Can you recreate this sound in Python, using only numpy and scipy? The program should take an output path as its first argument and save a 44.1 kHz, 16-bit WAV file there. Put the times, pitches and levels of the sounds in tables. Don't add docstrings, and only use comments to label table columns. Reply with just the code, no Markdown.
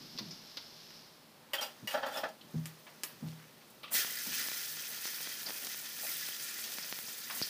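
import sys
import numpy as np
from scipy import signal
from scipy.fft import rfft, irfft
from scipy.io import wavfile
from scipy.ndimage import uniform_filter1d

SR = 44100
rng = np.random.default_rng(int(sys.argv[2]) if len(sys.argv) > 2 else 0)


def to_wav(sig):
    pcm = np.clip(np.atleast_2d(sig), -1, 1) * 32767
    pcm = np.round(pcm).astype(np.int16)
    wavfile.write(sys.argv[1], SR, pcm.T)


N = 330309
T = np.arange(N) / SR


def undb(db):
    return np.exp(np.asarray(db) * (np.log(10) / 20))


def unit(x):
    return x / np.sqrt(np.mean(x ** 2))


def since(s):
    return np.maximum(T - s, 0)


def add(out, s, x):
    i = max(int(s * SR), 0)
    out[i:i + len(x)] += x[:N - i]


def colour(x, points):
    hz, db = np.transpose(points)
    size = 4096
    bins_hz = np.arange(size // 2 + 1) * SR / size
    gain = undb(np.interp(np.log(bins_hz + 1), np.log(hz), db))
    cepstrum = irfft(np.log(unit(gain)))
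    cepstrum[1:size // 2] *= 2
    cepstrum[size // 2 + 1:] = 0
    return signal.oaconvolve(x, irfft(np.exp(rfft(cepstrum))))[:len(x)]


def band(x, hz, width_hz):
    return signal.lfilter(*signal.iirpeak(hz, hz / min(width_hz, SR / 3), fs=SR), x + 1e-18)


def resonate(x, modes):
    return sum(undb(db) * band(x, hz, width_hz) for hz, width_hz, db in modes)


def swell(rise_s, fade_s):
    t = T[:SR // 2]
    return np.minimum(t / rise_s, 1) * np.exp(-np.maximum(t - rise_s, 0) / fade_s)


def walk(per_s, count=N):
    return unit(np.interp(T[:count] * per_s, np.arange(2048), rng.standard_normal(2048)))


def grains(per_s, spread_db, largest=6, count=N):
    fires = rng.random(count) < per_s / SR
    size = np.minimum(rng.exponential(size=count), largest)
    return unit(fires * undb(spread_db * size) * rng.choice([-1, 1], count))


def pings(low_hz, high_hz, cycles, spread_db, count=4000):
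    out, t = np.zeros(N), T[:SR // 100]
    for when, pitch, size in rng.random((count, 3)):
        hz = low_hz * (high_hz / low_hz) ** pitch
        ring = np.sin(2 * np.pi * hz * t) * np.exp(-hz * t / cycles)
        add(out, when * N / SR, undb(spread_db * size ** 4) * np.sqrt(hz) * ring)
    return unit(out)


def click(hz, width_hz, rattle_db, fade_s):
    rattle = rng.standard_normal(SR // 2) * swell(0.0017, fade_s)
    contact = undb(rattle_db) * rattle / np.linalg.norm(rattle)
    contact[0] += 0.7
    contact[int(0.0004 * SR)] += 0.35
    ring = contact
    for _ in range(3):
        ring = band(ring, hz, 1.51 * width_hz)
    return contact, np.sqrt(SR / 2 / width_hz) * ring


# base delay in seconds, base gain.
REFLECTIONS = [(.0035, 0.48), (.0057, 0.16)]


def kitchen(x, wet_db, t60_s=0.12, treble_t60_s=0.075, echo_db=0, path=1):
    t = T[:SR // 2]
    noise = rng.standard_normal(len(t))
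    low = signal.sosfilt(signal.butter(2, 5000, fs=SR, output="sos"), noise) * undb(-60 * t / t60_s)
    treble = 0.35 * np.diff(noise, prepend=0) * undb(-60 * t / treble_t60_s)
    tail = (low + treble) * np.minimum(t / 0.0031, 1)
    response = undb(wet_db) * tail / np.linalg.norm(tail)
    response[0] = 1
    for s, gain in REFLECTIONS:
        response[int(path * s * SR)] += gain * undb(echo_db)
    return signal.oaconvolve(x, response / np.linalg.norm(response))[:N]


# frequency in Hz, gain in dB.
ROOM_SPECTRUM = [(15, -50), (25, -24), (59, -16.5), (156, -0.5), (509, -3), (582, -2), (648, -7.5),
                 (782, -6), (1050, -5.5), (1530, -9.5), (2420, -11.5), (4380, -11), (5140, -13.5),
                 (6730, -19), (15500, -17.5)]
# centre in Hz, width in Hz, gain in dB.
HUM_MODES = [(155.4, 5.6, -0.5), (226.2, 7.3, 0.5), (623, 6.5, 3), (802, 9, -3.5)]


def room_tone():
    noise = colour(rng.standard_normal(N), ROOM_SPECTRUM)
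    return undb(-59.5) * noise + undb(-55.5) * resonate(noise, HUM_MODES)


# frequency in Hz, gain in dB.
POT_SPECTRUM = [(800, -19), (2500, -14), (3500, -9.5), (4400, -6), (5300, -2), (6000, -12), (6900, -20),
                (9000, -34), (12500, -19), (15500, -31)]


def pot(level_db=-53.5, sag_db_per_s=2, stop_s=0.98, release_s=0.17):
    pressure = undb(level_db - sag_db_per_s * T) * np.exp(-since(stop_s) / release_s)
    return pressure * colour(grains(per_s=8200, spread_db=2), POT_SPECTRUM)


# start in seconds, level in dB, rise and fade in seconds, centre in Hz.
REACHES = [(1.25, -65, 0.3, .05, 950), (1.73, -67, 0.073, .03, 1000), (2.43, -65, 0.11, 0.052, 690),
           (2.751, -70, 0.15, .07, 1000), (3.09, -60, 0.017, 0.042, 800), (3.209, -59.5, 0.049, .03, 746),
           (3.25, -58.5, 0.04, 0.047, 3760), (3.33, -61, 0.066, 0.11, 1500)]


def rustles():
    out = np.zeros(N)
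    for s, db, rise_s, fade_s, hz in REACHES:
        rub = band(grains(per_s=3000, spread_db=4, count=SR // 2), hz, 0.96 * hz)
        add(out, s, undb(db) * swell(rise_s, fade_s) * unit(band(rub, hz, 2 * hz)))
    return out


# start in seconds, level in dB, rise and fade in seconds.
KNOCKS = [(0, -54.5, 0.0059, 0.16), (0.144, -52, 0.0065, .015), (0.196, -48, 0.014, 0.085),
          (.268, -59, 0.016, 0.01), (1.818, -45, 0.018, 0.017), (2.40, -62, 0.046, 0.099),
          (2.531, -40, 0.02, 0.0081), (2.574, -45.5, 0.011, 0.013), (3.1, -61, .04, 0.097),
          (3.212, -41.5, 0.023, 0.015), (3.26, -53.5, 0.027, .01), (4.255, -54, 0.014, 0.13)]
# frequency in Hz, gain in dB.
KNOCK_SPECTRUM = [(30, -19), (70, -43), (110, -6), (230, 2), (310, -6), (420, -15.5), (900, -25.5),
                  (3000, -51)]


def bumps():
    push = np.zeros(N)
    for s, db, rise_s, fade_s in KNOCKS:
        add(push, s, undb(db) * swell(rise_s, fade_s))
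    return colour(rng.standard_normal(N) * push, KNOCK_SPECTRUM)


# start in seconds, level in dB, rise in seconds, factor on the T60.
HEAVY_KNOCKS = [(.255, -56, 0.025, 0.98), (2.538, -34, 0.03, 0.84), (3.222, -40.5, 0.038, 1.03)]
# frequency in Hz, base T60 in seconds, gain in dB.
BOOM_MODES = [(159, 0.46, 4), (122.3, 0.51, -10), (243.5, 0.38, -9.5), (94.4, 0.38, -17)]


def booms():
    out, t = np.zeros(N), T[:SR // 2]
    for s, db, rise_s, t60_factor in HEAVY_KNOCKS:
        for hz, t60_s, mode_db in BOOM_MODES:
            envelope = swell(rise_s, t60_factor * t60_s / np.log(1000))
            add(out, s, undb(db + mode_db) * envelope * np.sin(2 * np.pi * hz * t))
    return out


# start in seconds, level
# in dB, centre and nominal width in Hz, rattle in dB, rattle fade in seconds, relative knock in dB.
UTENSIL_HITS = [(0.177, -15, 4000, 1500, -10, 0.0053, -23), (.186, -16, 4230, 1900, 6.5, 0.007, -6),
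                (0.307, -33, 5180, 1200, 16.5, 0.024, -11), (.571, -15, 3900, 2180, 2, 0.008, -4.5),
                (.906, -34, 2980, 5000, -2, .004, 5), (2.411, -31, 3500, 1500, 4.5, 0.014, -20),
                (2.657, -16.5, 4150, 14000, -4, 0.023, -5.5), (2.66, -28, 13200, 6000, 5, 0.025, -22),
                (2.866, -38, 1290, 2200, 15, 0.021, -26), (3.035, -7.5, 4630, 14000, -4, 0.011, -6.5),
                (3.0376, -20, 13500, 6000, 6.5, 0.038, -29), (3.612, -38.5, 2400, 3000, 7, .014, -20),
                (3.701, -42, 11000, 9050, 11, 0.016, -14), (3.878, -37, 2580, 2400, 12.5, 0.025, -16),
                (3.832, -30.5, 2800, 2000, 14.5, 0.02, -3.5), (3.837, -32.5, 1190, 220, 11.5, 0.01, -22),
                (7.298, -22, 1450, 1510, 10.5, 0.022, -34)]


def utensils():
    rings, knocks = np.zeros((2, N))
    for s, db, hz, width_hz, rattle_db, fade_s, knock_db in UTENSIL_HITS:
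        contact, ring = click(hz, width_hz, rattle_db, fade_s)
        add(knocks, s, undb(db + knock_db) * contact)
        add(rings, s, undb(db) * ring)
    counter_hz_db = [(80, -41), (300, 10), (800, 6.5), (2000, 11), (4000, -6), (9000, -5)]
    return rings + undb(-2.5) * colour(knocks, counter_hz_db)


# start, rise and fade in seconds, flat and edge levels in dB.
BLADE_STROKES = [(1.533, 0.00074, 0.019, -41.5, -30), (1.581, 0.0019, 0.026, -44, -45),
                 (1.609, 0.003, 0.035, -43.5, -34.5), (1.873, 0.00066, 0.028, -52.5, -36.5),
                 (1.905, 0.014, 0.029, -56, -39.5), (1.936, 0.01, 0.013, -29, -41),
                 (1.968, .01, 0.022, -37, -57), (2.024, 0.0088, 0.015, -31.5, -63),
                 (2.058, 0.0077, 0.033, -37.5, -42.5), (2.121, 0.0027, .015, -60, -47),
                 (2.122, 0.059, 0.025, -40.5, -38), (2.23, 0.0088, 0.011, -29.5, -52),
                 (2.283, 0.0049, 0.0081, -58, -47.5)]
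# frequency in Hz, gain in dB.
FLAT_SPECTRUM = [(100, -29), (230, -2.5), (420, -11.5), (620, 3), (950, -3), (1600, -2), (2200, -11),
                 (4000, -13), (8000, -38), (16000, -42)]
EDGE_SPECTRUM = [(200, -38), (1000, -3.5), (1800, -5), (3200, 1), (5500, -8), (7500, -7), (10500, -9.5),
                 (15500, -3)]
# centre in Hz, width in Hz, gain in dB.
SHELL_MODES = [(242, 17, -1.5), (517, 18, 5), (563, 114, 0.5), (645, 24, -6), (767, 21, 2.5),
               (806, 16, 6.5), (840, 14, 2.5), (882, 28, -6), (955, 22, -16), (1090, 15, -7), (1298, 25, 2),
               (1330, 53, -2), (1440, 63, -18), (1630, 18, -5), (1710, 33, -2), (1810, 35, 0),
               (2530, 40, -1), (3130, 84, -3), (3340, 50, -6), (3580, 35, -13), (4590, 50, 3.5),
               (5000, 60, 7), (5280, 62, 3), (5620, 50, 7), (6900, 50, 0), (8900, 35, 1), (9330, 59, 1),
               (11800, 100, -7), (12200, 90, -12), (13000, 90, -9), (14050, 80, -4), (15100, 72, -11)]


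def scrapes(judder_db=1, grit_db=-16.5):
    out, grit_gain = np.zeros((2, N))
    grit = pings(low_hz=5600, high_hz=15550, cycles=41, spread_db=1)
    for s, rise_s, fade_s, flat_db, edge_db in BLADE_STROKES:
        flat = colour(grains(per_s=1800, spread_db=1.5, count=SR // 2), FLAT_SPECTRUM)
        edge = colour(grains(per_s=4000, spread_db=2.5, count=SR // 2), EDGE_SPECTRUM)
        grip = unit(undb(judder_db * walk(per_s=229, count=SR // 2)))
        pressure = swell(rise_s, fade_s) * grip
        force = pressure * (undb(flat_db) * flat + undb(edge_db) * edge)
        modes = [(hz * (1 + 0.0031 * rng.standard_normal()), width_hz, db + 2.1 * rng.standard_normal())
                 for hz, width_hz, db in SHELL_MODES]
        ring = force + undb(5) * resonate(force, modes)
        add(out, s, ring * np.std(force) / np.std(ring))
        add(grit_gain, s, undb(edge_db + grit_db) * pressure)
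    return out + grit_gain * grit


# start in seconds, pitch in Hz, level in dB, rise and fade in seconds.
BLADE_CATCHES = [(1.534, 3120, -31, .002, .0045), (1.535, 1910, -32.5, 0.0032, 0.003),
                 (1.582, 3180, -37, 0.0033, 0.02), (1.619, 5740, -35.5, 0.0027, 0.005),
                 (1.628, 4900, -35, 0.0018, 0.0037), (1.874, 2900, -36.5, 0.0033, 0.015),
                 (1.874, 1890, -34, 0.0013, 0.0024), (2.031, 3150, -46, 0.0092, .011),
                 (2.128, 3450, -46, 0.022, 0.015), (2.170, 5240, -38.5, 0.0048, 0.0066)]


def squeals():
    out = np.zeros(N)
    for s, hz, db, rise_s, fade_s in BLADE_CATCHES:
        pressure = swell(rise_s, fade_s)
        waver = unit(uniform_filter1d(rng.standard_normal(len(pressure)), size=60))
        phase = 2 * np.pi * np.cumsum(hz * (1 + 0.023 * waver)) / SR
        add(out, s, undb(db) * pressure * np.sqrt(2) * np.sin(phase))
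    return out


# start in seconds, level in dB, rise and fade in seconds.
ONION_MOVES = [(3.9, -49, 0.018, 0.11), (4.254, -55, 0.0073, 0.056), (4.39, -57, 0.024, .05),
               (4.88, -58, 0.027, .06), (5.15, -59, 0.044, 0.23), (5.44, -49.5, 0.04, 0.041),
               (5.62, -57, 0.011, .06), (6.03, -58, 0.033, 0.038), (6.63, -54.5, 0.038, 0.11),
               (7.33, -51, 0.036, 0.041)]
# frequency in Hz, gain in dB.
PATTER_SPECTRUM = [(60, -26), (130, -12), (240, 6), (400, -1), (600, 3), (1100, -1), (2500, -5.5),
                   (8000, -62)]


def patter():
    motion = np.zeros(N)
    for s, db, rise_s, fade_s in ONION_MOVES:
        add(motion, s, undb(db) * swell(rise_s, fade_s))
    return motion * colour(grains(per_s=2500, spread_db=4.5), PATTER_SPECTRUM)


def splash():
    churn, plop = np.zeros((2, N))
    add(churn, 3.94, undb(-45) * swell(rise_s=0.043, fade_s=0.026))
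    add(plop, 6.028, undb(-46) * swell(rise_s=0.0088, fade_s=0.017))
    bubbles = pings(low_hz=1510, high_hz=3050, cycles=3.5, spread_db=2)
    gurgle = unit(band(bubbles, hz=1800, width_hz=2000))
    plop_tone = unit(band(rng.standard_normal(N), hz=630, width_hz=83))
    return kitchen(churn * gurgle + plop * plop_tone, wet_db=-7)


# start in seconds, level in dB.
DROPLETS = [(5.648, -14), (5.669, -14), (5.717, -17), (5.817, -27), (5.986, -35), (6.287, -22),
            (6.641, -14.5), (6.72, -17), (6.739, -16), (6.773, -28)]
# frequency in Hz, gain in dB.
TICK_SPECTRUM = [(800, -30), (3000, -6), (6000, 1), (15000, -6)]


def ticks():
    spikes = np.zeros(N)
    for s, db in DROPLETS:
        add(spikes, s, undb([db]))
    return kitchen(colour(spikes, TICK_SPECTRUM), wet_db=-1.5, t60_s=0.088, treble_t60_s=0.05)


# start in seconds, level in dB, relative sputter in dB.
OIL_SNAPS = [(3.986, -22, -9), (4.171, -18, -5), (5.069, -28, -13), (5.319, -21, -6), (5.461, -21.5, 10.5),
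             (6.228, -25, 3), (6.825, -29, 13), (7.424, -7, 0.5)]


def snaps():
    out = np.zeros(N)
    for s, db, sputter_db in OIL_SNAPS:
        _, ring = click(hz=4810, width_hz=1040, rattle_db=sputter_db, fade_s=0.016)
        add(out, s, undb(db) * ring)
    return out


# start in seconds, relative level in dB.
BIG_DROPS = [(4.046, -39), (4.075, -49), (4.462, -44), (4.484, -39), (4.515, -40.5), (5.053, -39),
             (5.204, -45), (5.271, -41), (5.504, -40), (5.669, -42.5), (5.744, -45.5), (5.987, -46),
             (6.286, -42.5), (6.783, -38.5), (6.924, -35.5), (6.987, -42)]
ONION_IN_S = 4.05


def spits(lag_s=0.00215, small_per_s=3.5, puff_s=7.4162):
    spikes, puff = np.zeros((2, N))
    for s, db in BIG_DROPS:
        add(spikes, s + lag_s, -undb([db]))
    small_drops = (rng.random(N) < small_per_s / SR) * (T > ONION_IN_S)
    spikes -= undb(-48) * small_drops
    add(puff, puff_s, undb([-11]))
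    spit_hz_db = [(50, -26), (200, 6), (900, 4), (2500, 5), (6000, 0.5), (15000, -42)]
    puff_hz_db = [(30, -43), (100, 2), (220, 6), (500, -0.5), (1500, -9), (5000, -10), (15000, -35.5)]
    return undb(22.5) * colour(spikes, spit_hz_db) + colour(puff, puff_hz_db)


def sputters(count=28, low_hz=3440, high_hz=8700):
    out = np.zeros(N)
    for when, pitch, size in rng.random((count, 3)):
        s = ONION_IN_S + when * (T[-1] - ONION_IN_S)
        hz = low_hz * (high_hz / low_hz) ** pitch
        _, ring = click(hz, hz / 2, rattle_db=13, fade_s=0.016)
        add(out, s, undb(-34 + 4 * size) * ring)
    return kitchen(out, wet_db=-3.5, t60_s=0.62, treble_t60_s=0.18)


# start, rise and flare length in seconds, flare level in dB,
# fizz over the flare in dB, lasting sizzle in dB, drying in dB per second.
FLARE_UPS = [(1.605, 0.09, 0.23, -63.5, -13, -71, 5), (1.866, 0.085, 0.31, -59.5, -6, -77, 9),
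             (2.37, 0.13, 0.98, -66.5, -6, -67, 2), (3.18, 0.083, 0.075, -63, 1, -84, 7),
             (3.9, 0.039, 0.058, -34, 5.5, -41.5, 2.5), (4.232, 0.1, 0.078, -41.5, -9, -38.5, 27),
             (5.01, 0.037, 0.025, -40.5, -9, -76, -3), (5.98, 0.062, 0.31, -52, 7, -44.5, 4.5),
             (7.256, 0.097, 0.089, -46.5, 3.5, -48, 5)]


def steam(crackle_lag_s=0.0099, release_s=0.031, lasting_fizz_db=-1):
    crackle_power, fizz_power = np.zeros((2, N))
    for s, rise_s, length_s, flare_db, fizz_db, lasting_db, drying_db_per_s in FLARE_UPS:
        fizz_onset = np.minimum(since(s) / rise_s, 1) ** 2
        crackle_onset = np.minimum(since(s) / (rise_s + crackle_lag_s), 1) ** 2
        lasting = crackle_onset * undb(lasting_db - drying_db_per_s * since(s))
        flare = crackle_onset * undb(flare_db) * np.exp(-since(s + rise_s + length_s) / release_s)
        flash = fizz_onset * undb(flare_db + fizz_db) * np.exp(-since(s + rise_s) / length_s)
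        crackle_power += flare ** 2 + lasting ** 2
        fizz_power += flash ** 2 + (undb(lasting_fizz_db) * lasting) ** 2
    return np.sqrt([crackle_power, fizz_power])


def bursts(strength, per_s, spread_db, spots=3, full_boil_db=-33, **room):
    hiss_share = np.minimum(strength / undb(full_boil_db), 0.9)
    out = np.zeros(N)
    for path in np.linspace(0.75, 1.1, spots):
        separate = np.sqrt(1 - hiss_share) * grains(per_s / spots, spread_db)
        hiss = np.sqrt(hiss_share) * rng.standard_normal(N)
        out += kitchen(strength * (separate + hiss), path=path, **room)
    return out / np.sqrt(spots)


# frequency in Hz, gain in dB.
CRACKLE_SPECTRUM = [(60, -26), (150, -58), (240, -16), (400, -11), (800, -23), (1150, -11.5), (1450, -3),
                    (1900, -3.5), (2800, -2.5), (4200, 1), (5200, 3.5), (6400, 3), (7300, -5),
                    (15500, -11.5)]
FIZZ_SPECTRUM = [(1500, -94), (5000, -22), (7500, -4.5), (10000, -4), (13000, -4), (15400, 1.5)]
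POP_SPECTRUM = [(50, -39), (200, -5), (1000, 5.5), (4000, -7.5), (15000, 3.5)]
# centre in Hz, width in Hz, gain in dB.
AIR_MODES = [(1415, 38, 0.5), (1735, 66, -1.5), (1835, 46, -7), (1977, 39, -6.5), (2374, 25, -4.5),
             (2543, 22, -9.5), (3180, 53, -11), (3930, 20, -10), (4800, 94, -10.5), (5240, 41, -8),
             (6060, 38, -9), (6340, 41, -12)]


def frying():
    clumps_db = 0.7 * np.array([walk(per_s=28), walk(per_s=28)])
    surge_db = 0.5 * walk(per_s=9)
    coarse, fine = undb(surge_db + clumps_db) * steam()
    spurts = undb(0.92 * walk(per_s=60))
    bubbles = pings(low_hz=1900, high_hz=7180, cycles=7, spread_db=14)
    ringing = kitchen(coarse * band(bubbles, hz=4400, width_hz=6300), wet_db=-9)
    cracks = bursts(coarse * spurts, per_s=11000, spread_db=4, wet_db=-5, t60_s=0.28, treble_t60_s=0.17)
    crackle = colour(cracks, CRACKLE_SPECTRUM) + undb(-5.5) * ringing
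    hollow = resonate(crackle, AIR_MODES)
    fine_bursts = bursts(fine, per_s=17000, spread_db=7, wet_db=0, t60_s=0.044, treble_t60_s=0.21)
    fizz = colour(fine_bursts, FIZZ_SPECTRUM)
    pops = colour(grains(per_s=130, spread_db=4.2, largest=3), POP_SPECTRUM)
    pops *= undb(2 * walk(per_s=7)) * np.minimum(coarse, undb(-40))
    return undb(-3) * crackle + undb(5.5) * hollow + undb(4.5) * fizz + undb(-15) * pops


def scene():
    mono = kitchen(scrapes() + squeals(), wet_db=-6.5, t60_s=0.19, treble_t60_s=0.083, echo_db=-2.5)
    mono += bumps() + booms()
    mono += kitchen(utensils() + snaps(), wet_db=-9.5, t60_s=0.38, treble_t60_s=0.15)
    mono += frying() + splash() + sputters() + spits() + ticks()
    mono += patter() + rustles() + pot() + room_tone()
    return np.array([mono, mono])


def record(dry, cutoff_hz=15480):
    return signal.sosfilt(signal.ellip(12, 0.2, 70, cutoff_hz, fs=SR, output="sos"), dry)


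dry = scene()
out = record(dry)
to_wav(out)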